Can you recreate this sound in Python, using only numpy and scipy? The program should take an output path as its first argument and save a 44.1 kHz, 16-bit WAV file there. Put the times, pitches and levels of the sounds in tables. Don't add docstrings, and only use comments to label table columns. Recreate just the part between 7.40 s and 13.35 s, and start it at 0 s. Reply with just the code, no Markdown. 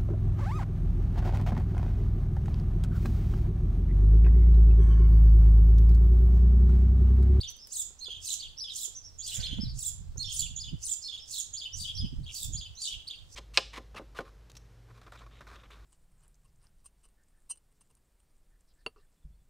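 import sys
import numpy as np
from scipy import signal
from scipy.fft import rfft, irfft, next_fast_len
from scipy.io import wavfile
from scipy.ndimage import map_coordinates

SR = 44100
rng = np.random.default_rng(int(sys.argv[2]) if len(sys.argv) > 2 else 0)


def unload_audio(sound):
    columns = np.transpose(np.atleast_2d(sound))
    steps = np.round(np.clip(columns, -1, 1) * 32767)
    wavfile.write(sys.argv[1], SR, steps.astype(np.int16))


N = 262395


def amp(db):
    return 10 ** (np.asarray(db) / 20)


def unit(x):
    return x / np.sqrt(np.mean(x ** 2) + 1e-20)


def along(points, hz):
    freqs_hz, values = np.transpose(points)
    return np.interp(np.log(hz + 1), np.log(freqs_hz + 1), values)


def curve(points, t):
    return np.interp(t, *np.transpose(points))


def wobble(rate_hz, size):
    knots = rng.standard_normal(size + 4)
    return map_coordinates(knots, [np.arange(size) * min(rate_hz / SR, 1)], order=3)


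def filtered(x, response):
    size = next_fast_len(N + SR // 2)
    hz = np.fft.rfftfreq(size, 1 / SR)
    return irfft(rfft(x, size) * response(hz), size)[..., :N]


def noise(response, shared):
    white = rng.standard_normal((3, N))
    return unit(filtered(np.sqrt(1 - shared) * white[:2] + np.sqrt(shared) * white[2], response))


def pan(side_db):
    gains = amp(np.array([[.5], [-.5]]) * side_db)
    return gains / np.sqrt(np.mean(gains ** 2, axis=0))


def add(track, start_s, sound):
    start = round(start_s * SR)
    first, last = max(start, 0), min(start + sound.shape[-1], N)
    if last > first:
        track[:, first:last] += sound[..., first - start:last - start]


def wind():
    # time_s, level_db
    gusts = [(0.0, -42.5), (0.2, -70), (0.5, -60.5), (0.6, -67), (0.83, -52.5), (0.88, -63.5),
             (1.09, -54.5), (1.18, -58.5), (1.47, -65), (1.97, -53.5), (1.99, -37), (2.04, -47.5),
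             (2.14, -39), (2.38, -38.5), (2.42, -53.5), (2.78, -40.5), (2.82, -46.5), (3.23, -46.5),
             (3.31, -47), (3.35, -36.5), (3.38, -48.5), (3.71, -76), (3.76, -59.5), (4.06, -67),
             (4.09, -55.5), (4.24, -67), (4.39, -43.5), (4.52, -48.5), (4.64, -35.5), (4.69, -46),
             (4.81, -38.5), (4.99, -60), (5.1, -36.5), (5.29, -57), (5.3, -49), (5.49, -74.5),
             (5.53, -50.5), (5.73, -66.5), (5.85, -53), (5.95, -66)]
    # centre_s, half_length_s, level_db
    hard_eddies = [(2.133, 0.011, -32.5), (2.193, 0.012, -30.5), (2.236, 0.0056, -37), (2.788, 0.011, -53),
                   (3.113, 0.0096, -47.5), (3.337, 0.015, -35.5), (4.646, 0.023, -39),
                   (4.734, 0.0095, -40.5), (4.795, 0.012, -39.5), (5.11, 0.016, -44)]
    # freq_hz, gain_db
    rumble_colour = [(12, -7.5), (25, 3.5), (45, 1.5), (95, 0.5), (135, -11.5), (200, -32), (320, -82)]
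    flutter_colour = [(70, -3.5), (130, 14.5), (170, 5.5), (240, -9), (330, -20), (500, -41), (1000, -78)]
    thump_colour = [(60, -2.5), (130, 6), (240, 4), (330, -9.5), (500, -29), (900, -36), (1800, -77)]
    eddy_db, eddy_hz = 2, 26
    middling_db, flutter_db_per_db = -50, 1.53
    t = np.arange(N) / SR
    strength_db = curve(gusts, t) + eddy_db * np.minimum(wobble(eddy_hz, N), 1)
    rumble = amp(strength_db + 2.5) * noise(lambda hz: amp(along(rumble_colour, hz)), shared=.036)
    flutter_db = -58.5 + flutter_db_per_db * (strength_db - middling_db)
    shaking = unit(amp(3.3 * wobble(60, N)))
    flutter = amp(flutter_db) * shaking * noise(lambda hz: amp(along(flutter_colour, hz)), shared=.038)
    bursts = sum(amp(db) * np.exp(-((t - s) / half_s) ** 2) for s, half_s, db in hard_eddies)
    thumps = bursts * noise(lambda hz: amp(along(thump_colour, hz)), shared=0)
    return pan(-4) * rumble + pan(-9) * flutter + pan(-22.5) * thumps


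def open_air():
    # freq_hz, gain_db
    colour = [(30, 15), (150, 3.5), (300, -1), (700, -4), (1300, -8), (2200, -12.5), (4000, -7.5),
              (8000, -10.5), (12000, -23), (15500, -20.5)]
    level_db = -62.5 + .31 * wobble(2.13, N)
    return amp(level_db) * noise(lambda hz: amp(along(colour, hz)), shared=.24)


def syrinx(pitch_hz, rasp, jitter, flutter_hz, shimmer_db):
    size = len(pitch_hz)
    shaken_hz = pitch_hz * (1 + jitter * rasp * wobble(flutter_hz, size))
    strength = unit(amp(shimmer_db * rasp * np.minimum(wobble(flutter_hz / 2, size), 1.5)))
    return 2 * np.pi * np.cumsum(shaken_hz) / SR, strength


def yard(call, posts_db, trees_db):
    # freq_hz, t60_s
    decay = [(2000, 0.47), (4000, 0.39), (7200, 0.32), (10000, 0.26), (15000, 0.19)]
    hz, t, spectrum = signal.stft(rng.standard_normal((2, SR // 2)), SR, nperseg=256)
    spectrum = spectrum * amp(-60 * t / along(decay, hz)[:, None])
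    trees = signal.istft(spectrum, SR, nperseg=256)[1]
    t = np.arange(trees.shape[1]) / SR
    trees *= 1 - np.exp(-t / .015)
    posts = np.zeros(trees.shape)
    for side in posts:
        delays_s = rng.uniform(.001, .026, size=7)
        side[(delays_s * SR).astype(int)] = rng.choice([-1, 1], size=7) * np.exp(-delays_s / .02)
    paths = np.sqrt(2) * (amp(posts_db) * posts / np.linalg.norm(posts)
                          + amp(trees_db) * trees / np.linalg.norm(trees))
    paths[0, 0] += 1
    paths[1, 1] += 1
    return signal.fftconvolve(call[None], paths, axes=1)


def syllable(length_s, start_hz, middle_hz, end_hz, rasp, octave_db):
    u = np.linspace(-1.3, 1.3, max(round(1.3 * length_s * SR), 64))
    bend = np.minimum(u ** 2, np.abs(u) ** .5)
    pitch_hz = middle_hz + (np.where(u < 0, start_hz, end_hz) - middle_hz) * bend
    rasp = np.clip(rasp, .12, 1)
    phase, strength = syrinx(pitch_hz, rasp, jitter=240 / middle_hz, flutter_hz=1100, shimmer_db=5.5)
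    richness = np.interp(middle_hz, [4800, 6200], [1, .25])
    overtones = amp(octave_db) * np.sin(2 * phase) + amp(-25) * np.sin(3 * phase)
    hiss = amp(-19) * rasp * rng.standard_normal(len(u))
    swell = np.exp(-np.abs(u / .82) ** 3)
    return (np.sin(phase) + richness * (overtones + hiss)) * strength * swell


def perch(track, start_s, length_s, call, side_db):
    fade_in_s = .15 * length_s
    add(track, start_s - fade_in_s, pan(side_db) * yard(call, posts_db=-5, trees_db=-9.5))


def phrases(shape, repeats):
    out = np.zeros((2, N))
    for main_s, stretch, ratio, opening_db, closing_db, perch_db in repeats:
        efforts_db = np.linspace(opening_db, closing_db, len(shape))
        for note, effort_db in zip(shape, efforts_db):
            offset_s, length_s, start_hz, middle_hz, end_hz, rasp, level_db, side_db, octave_db = note
            length_s *= stretch
            call = syllable(length_s, ratio * start_hz, ratio * middle_hz, ratio * end_hz, rasp, octave_db)
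            call *= amp(effort_db + level_db)
            perch(out, main_s + stretch * offset_s, length_s, call, perch_db + side_db)
    return out


def lone_notes():
    # start_s, length_s, top_hz, level_db, side_db
    peeps = [(0.074, 0.036, 6110, -39.5, -8), (0.18, 0.099, 5360, -51.5, -3),
             (1.547, 0.047, 6160, -41.5, -7), (1.632, 0.069, 5596, -50, -6), (2.202, .048, 5290, -40, 0),
             (2.262, .06, 4700, -50.5, 0), (2.845, 0.045, 5550, -44.5, -12), (3.615, .055, 5270, -44.5, -4),
             (3.785, 0.076, 5400, -52, -9), (4.325, .042, 5980, -39.5, -9), (4.952, .022, 4760, -42, -7),
             (5.369, 0.047, 4300, -47.5, -5)]
    # start_s, length_s, start_hz, end_hz, level_db, side_db
    slides = [(1.292, 0.046, 4650, 2875, -42.5, -9), (2.238, 0.037, 4750, 3400, -48.5, -5),
              (3.928, .04, 5000, 3710, -47, -2)]
    out = np.zeros((2, N))
    for start_s, length_s, top_hz, level_db, side_db in peeps:
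        call = syllable(length_s, .86 * top_hz, top_hz, .94 * top_hz, rasp=.57, octave_db=-29)
        perch(out, start_s, length_s, amp(level_db) * call, side_db)
    for start_s, length_s, start_hz, end_hz, level_db, side_db in slides:
        call = syllable(length_s, start_hz, np.sqrt(start_hz * end_hz), end_hz, rasp=.46, octave_db=-29)
        perch(out, start_s, length_s, amp(level_db) * call, side_db)
    return out


def flock():
    # offset_s, length_s, start_hz, middle_hz, end_hz, rasp, level_db, side_db, octave_db
    twitter = [(0, 0.023, 3640, 4640, 3600, 0.79, -1, -1.5, -13.5),
               (.027, 0.028, 3000, 3497, 3420, 0.81, 1.5, -2.5, -15),
               (.05, .037, 3620, 3180, 2700, 0.82, -2, -0.5, -22)]
    whistle = [(-.02, .025, 5750, 6374, 6900, 1, -5, -12, -8),
               (0, .05, 4120, 4297, 3970, 0.31, 0.5, -3.5, -16),
               (.037, 0.0089, 4450, 4920, 4370, 1, 3, 0.5, -17),
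               (.046, .033, 3640, 3523, 3510, 0.43, 1, -10, -14),
               (.083, .056, 2930, 3370, 2900, .6, 0, -3, -15.5),
               (.135, .042, 3100, 3496, 2740, 0.79, -7, -1, -10.5)]
    chime = [(-.03, .044, 4900, 5620, 5300, 0.95, -4.5, -7, -19.5),
             (0, .046, 3950, 5114, 4780, 0.19, 0.5, -0.5, -18.5),
             (.032, .032, 3850, 3420, 3240, .4, -6, -9, -18),
             (.066, .045, 3060, 3236, 3110, 0.67, -8, -0.5, -27)]
    chirrup = [(-.034, .04, 6684, 6816, 6680, 1, 2.5, -10, -26),
               (-.025, 0.036, 3240, 3330, 3630, 0.63, -11, -2, 1),
               (0, .045, 3880, 4930, 3720, 0.59, -1.5, 0.5, -13),
               (.043, .028, 3440, 3390, 3320, 0.69, -2, -5, -30),
               (.06, .025, 3700, 3560, 3250, .85, -4.5, 2, -13),
               (.083, .03, 3150, 3043, 2730, 0.59, -1.5, -2, -26)]
    squeal = [(-.052, 0.054, 5500, 6380, 7140, 1, -8, -9, -12),
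              (0, .05, 4600, 4625, 4450, 0.31, 1, 6, -6.5),
              (.038, .035, 4300, 3740, 3150, 0.81, -4, -15, -18),
              (.056, .03, 2860, 3040, 3250, .2, -2, 11, -26),
              (.083, .055, 3250, 3344, 3010, 0.82, 0.5, -2.5, -28)]
    # main_s, time_stretch, pitch_ratio, opening_db, closing_db, side_db
    twitters = [(.004, 0.96, 1.015, -37.5, -43.5, 0), (.995, .92, 1, -39, -44.5, 0),
                (1.996, 0.99, 1.01, -40.5, -40, -3), (2.989, 1.01, 0.99, -38, -44, 1),
                (4.83, 1.05, 0.98, -55, -45, 1), (5.67, 0.99, 0.99, -38.5, -47, -1.5)]
    whistles = [(0.606, 1, 0.99, -43, -41, -0.41), (2.028, .92, 0.98, -40.5, -43.5, 1.4),
                (2.79, 1, 1, -35.5, -43, -0.85), (3.637, 0.95, 1.015, -41.5, -41, -1)]
    chimes = [(1.201, 1.06, 1.01, -37.5, -36, -1), (4.571, .95, .99, -38, -39, 0.92)]
    chirrups = [(1.82, 1.1, 1, -42.5, -43.5, -1), (3.191, 1, 1.01, -37, -46, 0.29),
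                (4.163, 1.03, 1, -39, -39, -0.076), (5.161, 1.06, 1, -38, -47.5, 1)]
    squeals = [(4.39, .95, 1.01, -41, -40, 0.95), (5.407, 1.12, .99, -42, -40, -1)]
    # freq_hz, gain_db
    colour = [(1600, -32), (2300, 1), (2900, 1.5), (7300, -1), (9000, -3.5), (15000, -6.5)]
    # delay_s, gain_db
    wall = (.078, -15)
    delay_s, echo_db = wall
    song = (phrases(twitter, twitters) + phrases(chirrup, chirrups) + phrases(chime, chimes)
            + phrases(whistle, whistles) + phrases(squeal, squeals) + lone_notes())
    echo = lambda hz: 1 + amp(echo_db) * np.exp(-2j * np.pi * hz * delay_s)
    return amp(3) * filtered(song, lambda hz: amp(along(colour, hz)) * echo(hz))


def ticks(t60_s=.047):
    # start_s, level_db
    cracks = [(0.102, -41.5), (0.1128, -47), (0.1637, -50.5), (0.2712, -45)]
    out = np.zeros((2, N))
    t = np.arange(SR // 4) / SR
    for start_s, level_db in cracks:
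        add(out, start_s, amp(level_db - 6.5 - 60 * t / t60_s) * rng.standard_normal((2, len(t))))
    return filtered(out, lambda hz: amp(along([(1500, -4), (7000, 6)], hz)))


def flicker(depth_db, rate_hz, size):
    return unit(amp(depth_db * wobble(rate_hz, size)))


def second_voice(t, pitch_hz, lag_s=.009, ratio=1.17):
    follow_hz = ratio * np.interp(t - lag_s, t, pitch_hz) * (1 + .03 * wobble(350, len(t)))
    phase = 2 * np.pi * np.cumsum(follow_hz) / SR
    return flicker(6, 220, len(t)) * (np.sin(2 * phase) + .6 * np.sin(3 * phase))


def cheeps():
    # onset_s, octave_db, fundamental_db, closing_db, rasp, time_stretch, pitch_ratio, treble_db
    calls = [(0.323, -34.5, -41, 0, 0.26, 0.93, 1.014, 2.5), (.846, -36.5, -33.5, 0, 0.62, 0.89, 0.99, 7),
             (1.355, -37.5, -39, -2.5, 0.58, 0.98, 1.015, 8), (1.864, -40, -35, 1, 0.7, 1.02, 0.99, 7.5),
             (2.386, -36.5, -42.5, 1.5, 0.33, 1, 1.004, 6), (2.923, -34, -44, -0.5, 0.46, 0.9, 1.006, 4.5),
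             (3.437, -33, -43, -1.5, 0, 0.96, 1, -1), (3.908, -37.5, -36.5, 0.5, 0.57, 0.97, 1.007, 6),
             (4.377, -43, -45, -35, 0.93, 0.91, .97, 6), (4.944, -40.5, -38, 0, 1, 1.015, 1.05, 10),
             (5.418, -38, -33.5, -40, 0.9, 0.66, 1.054, -10), (5.945, -45, -72, 0, 0.53, 1.13, 0.94, -13)]
    # offset_s, pitch_hz
    contour = [(-.025, 3400), (-.004, 2950), (.004, 3350), (.012, 4300), (.024, 4900), (.036, 4150),
               (.043, 3950), (.05, 3150), (.058, 3600), (.072, 4250), (.08, 3600), (.087, 3650),
               (.098, 3500), (.108, 3350), (.12, 3000)]
    # offset_s, level_db
    effort = [(-.025, -40), (-.01, -20), (.003, -1), (.024, -2), (.042, 0), (.05, -6), (.058, -1),
              (.072, -2), (.081, 3), (.098, 0), (.108, -7), (.12, -26)]
    airflow = [(-.045, -16.5), (-.02, -3.5), (.005, 1), (.04, -4.5), (.09, -2), (.11, 2.5), (.13, -30)]
    # freq_hz, gain_db
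    hiss_colour = [(1800, -101), (2600, -4), (3400, -13), (5000, 5.5), (6800, 1), (9000, 0.5),
                   (12000, -3.5), (15000, -6)]
    colour = [(1500, -32), (2400, -4), (3100, -11), (5000, -1.5), (6000, 2), (7150, 3), (8300, -2.5),
              (9500, -6), (11500, -10.5), (13200, -16), (15000, -10)]
    # freq_hz, side_db
    balance = [(3500, -2.5), (5500, -3), (7100, -14.5), (8300, 5), (9300, 7.5), (11000, -2), (15000, -7.5)]
    out = np.zeros((2, N))
    turbulence = noise(lambda hz: amp(along(hiss_colour, hz)), shared=0)[0]
    for onset_s, octave_db, fundamental_db, closing_db, rasp, stretch, ratio, treble_db in calls:
        t = np.arange(-.05, .13, 1 / (SR * stretch))
        pitch_hz = ratio * curve(contour, t) * (1 + .018 * wobble(200, len(t)))
        rasp = np.clip(rasp, .25, .7)
        phase, strength = syrinx(pitch_hz, rasp, jitter=.06, flutter_hz=900, shimmer_db=8)
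        partial = lambda k: flicker(3.5, 170, len(t)) * np.sin(k * phase)
        upper = partial(2) + amp(treble_db) * (amp(-8) * partial(3) + amp(-7) * partial(4))
        upper += .42 * second_voice(t, pitch_hz)
        upper *= amp(octave_db + closing_db * np.interp(t, [.06, .08], [0, 1]))
        fundamental = amp(fundamental_db + np.interp(t, [.008, .026], [-9, 0])) * partial(.94)
        voice = (fundamental + upper) * strength * amp(curve(effort, t))
        breath = unit(amp(curve(airflow, t))) * np.roll(turbulence, -round(onset_s * SR))[:len(t)]
        hiss = .55 * rasp * amp(octave_db) * breath * flicker(3, 300, len(t))
        add(out, onset_s + t[0] * stretch, yard(voice + hiss, posts_db=-2, trees_db=-4))
    return amp(.5) * filtered(out, lambda hz: amp(along(colour, hz)) * pan(along(balance, hz)))


def knocks(attack_s=.002):
    # start_s, level_db
    hits = [(0.505, -55), (0.682, -45), (1.478, -53.5), (2.184, -47), (2.758, -48)]
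    # freq_hz, gain_db, t60_s
    modes = [(410, 8.5, 0.043), (484, 4.5, 0.054), (727, -10, 0.16), (940, 6.5, 0.018), (1395, 0, 0.035)]
    out = np.zeros((2, N))
    t = np.arange(SR // 4) / SR
    attack = 1 - np.exp(-t / attack_s)
    for start_s, level_db in hits:
        ring = sum(amp(db + rng.normal(0, 1) - 60 * t / t60_s) * np.sin(2 * np.pi * hz * t)
                   for hz, db, t60_s in modes)
        add(out, start_s, amp(level_db - 8.5) * ring * attack)
    return out


def rustle(fade_s=.049):
    # time_s, level_db
    swell = [(1.86, -65), (1.919, -63.5), (2.0, -52.5), (2.22, -67), (2.34, -71)]
    # centre_hz, width_hz, gain_db
    resonances = [(527, 180, 1), (1540, 38, 5), (1917, 340, -1), (2425, 170, 3.5)]
    t = np.arange(N) / SR
    fade = np.clip(np.minimum(t - swell[0][0], swell[-1][0] - t) / fade_s, 0, 1)

    def body(hz):
        return sum((-1) ** k * amp(db) * 1j * hz * width_hz
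                   / (centre_hz ** 2 - hz ** 2 + 1j * hz * width_hz)
                   for k, (centre_hz, width_hz, db) in enumerate(resonances))
    return amp(curve(swell, t) - 2.5) * fade * noise(body, shared=.76)


def scene():
    return cheeps() + flock() + wind() + open_air() + rustle() + knocks() + ticks()


def record(dry):
    top_hz = 15750
    return filtered(dry, lambda hz: hz < top_hz)


dry = scene()
out = record(dry)
unload_audio(out)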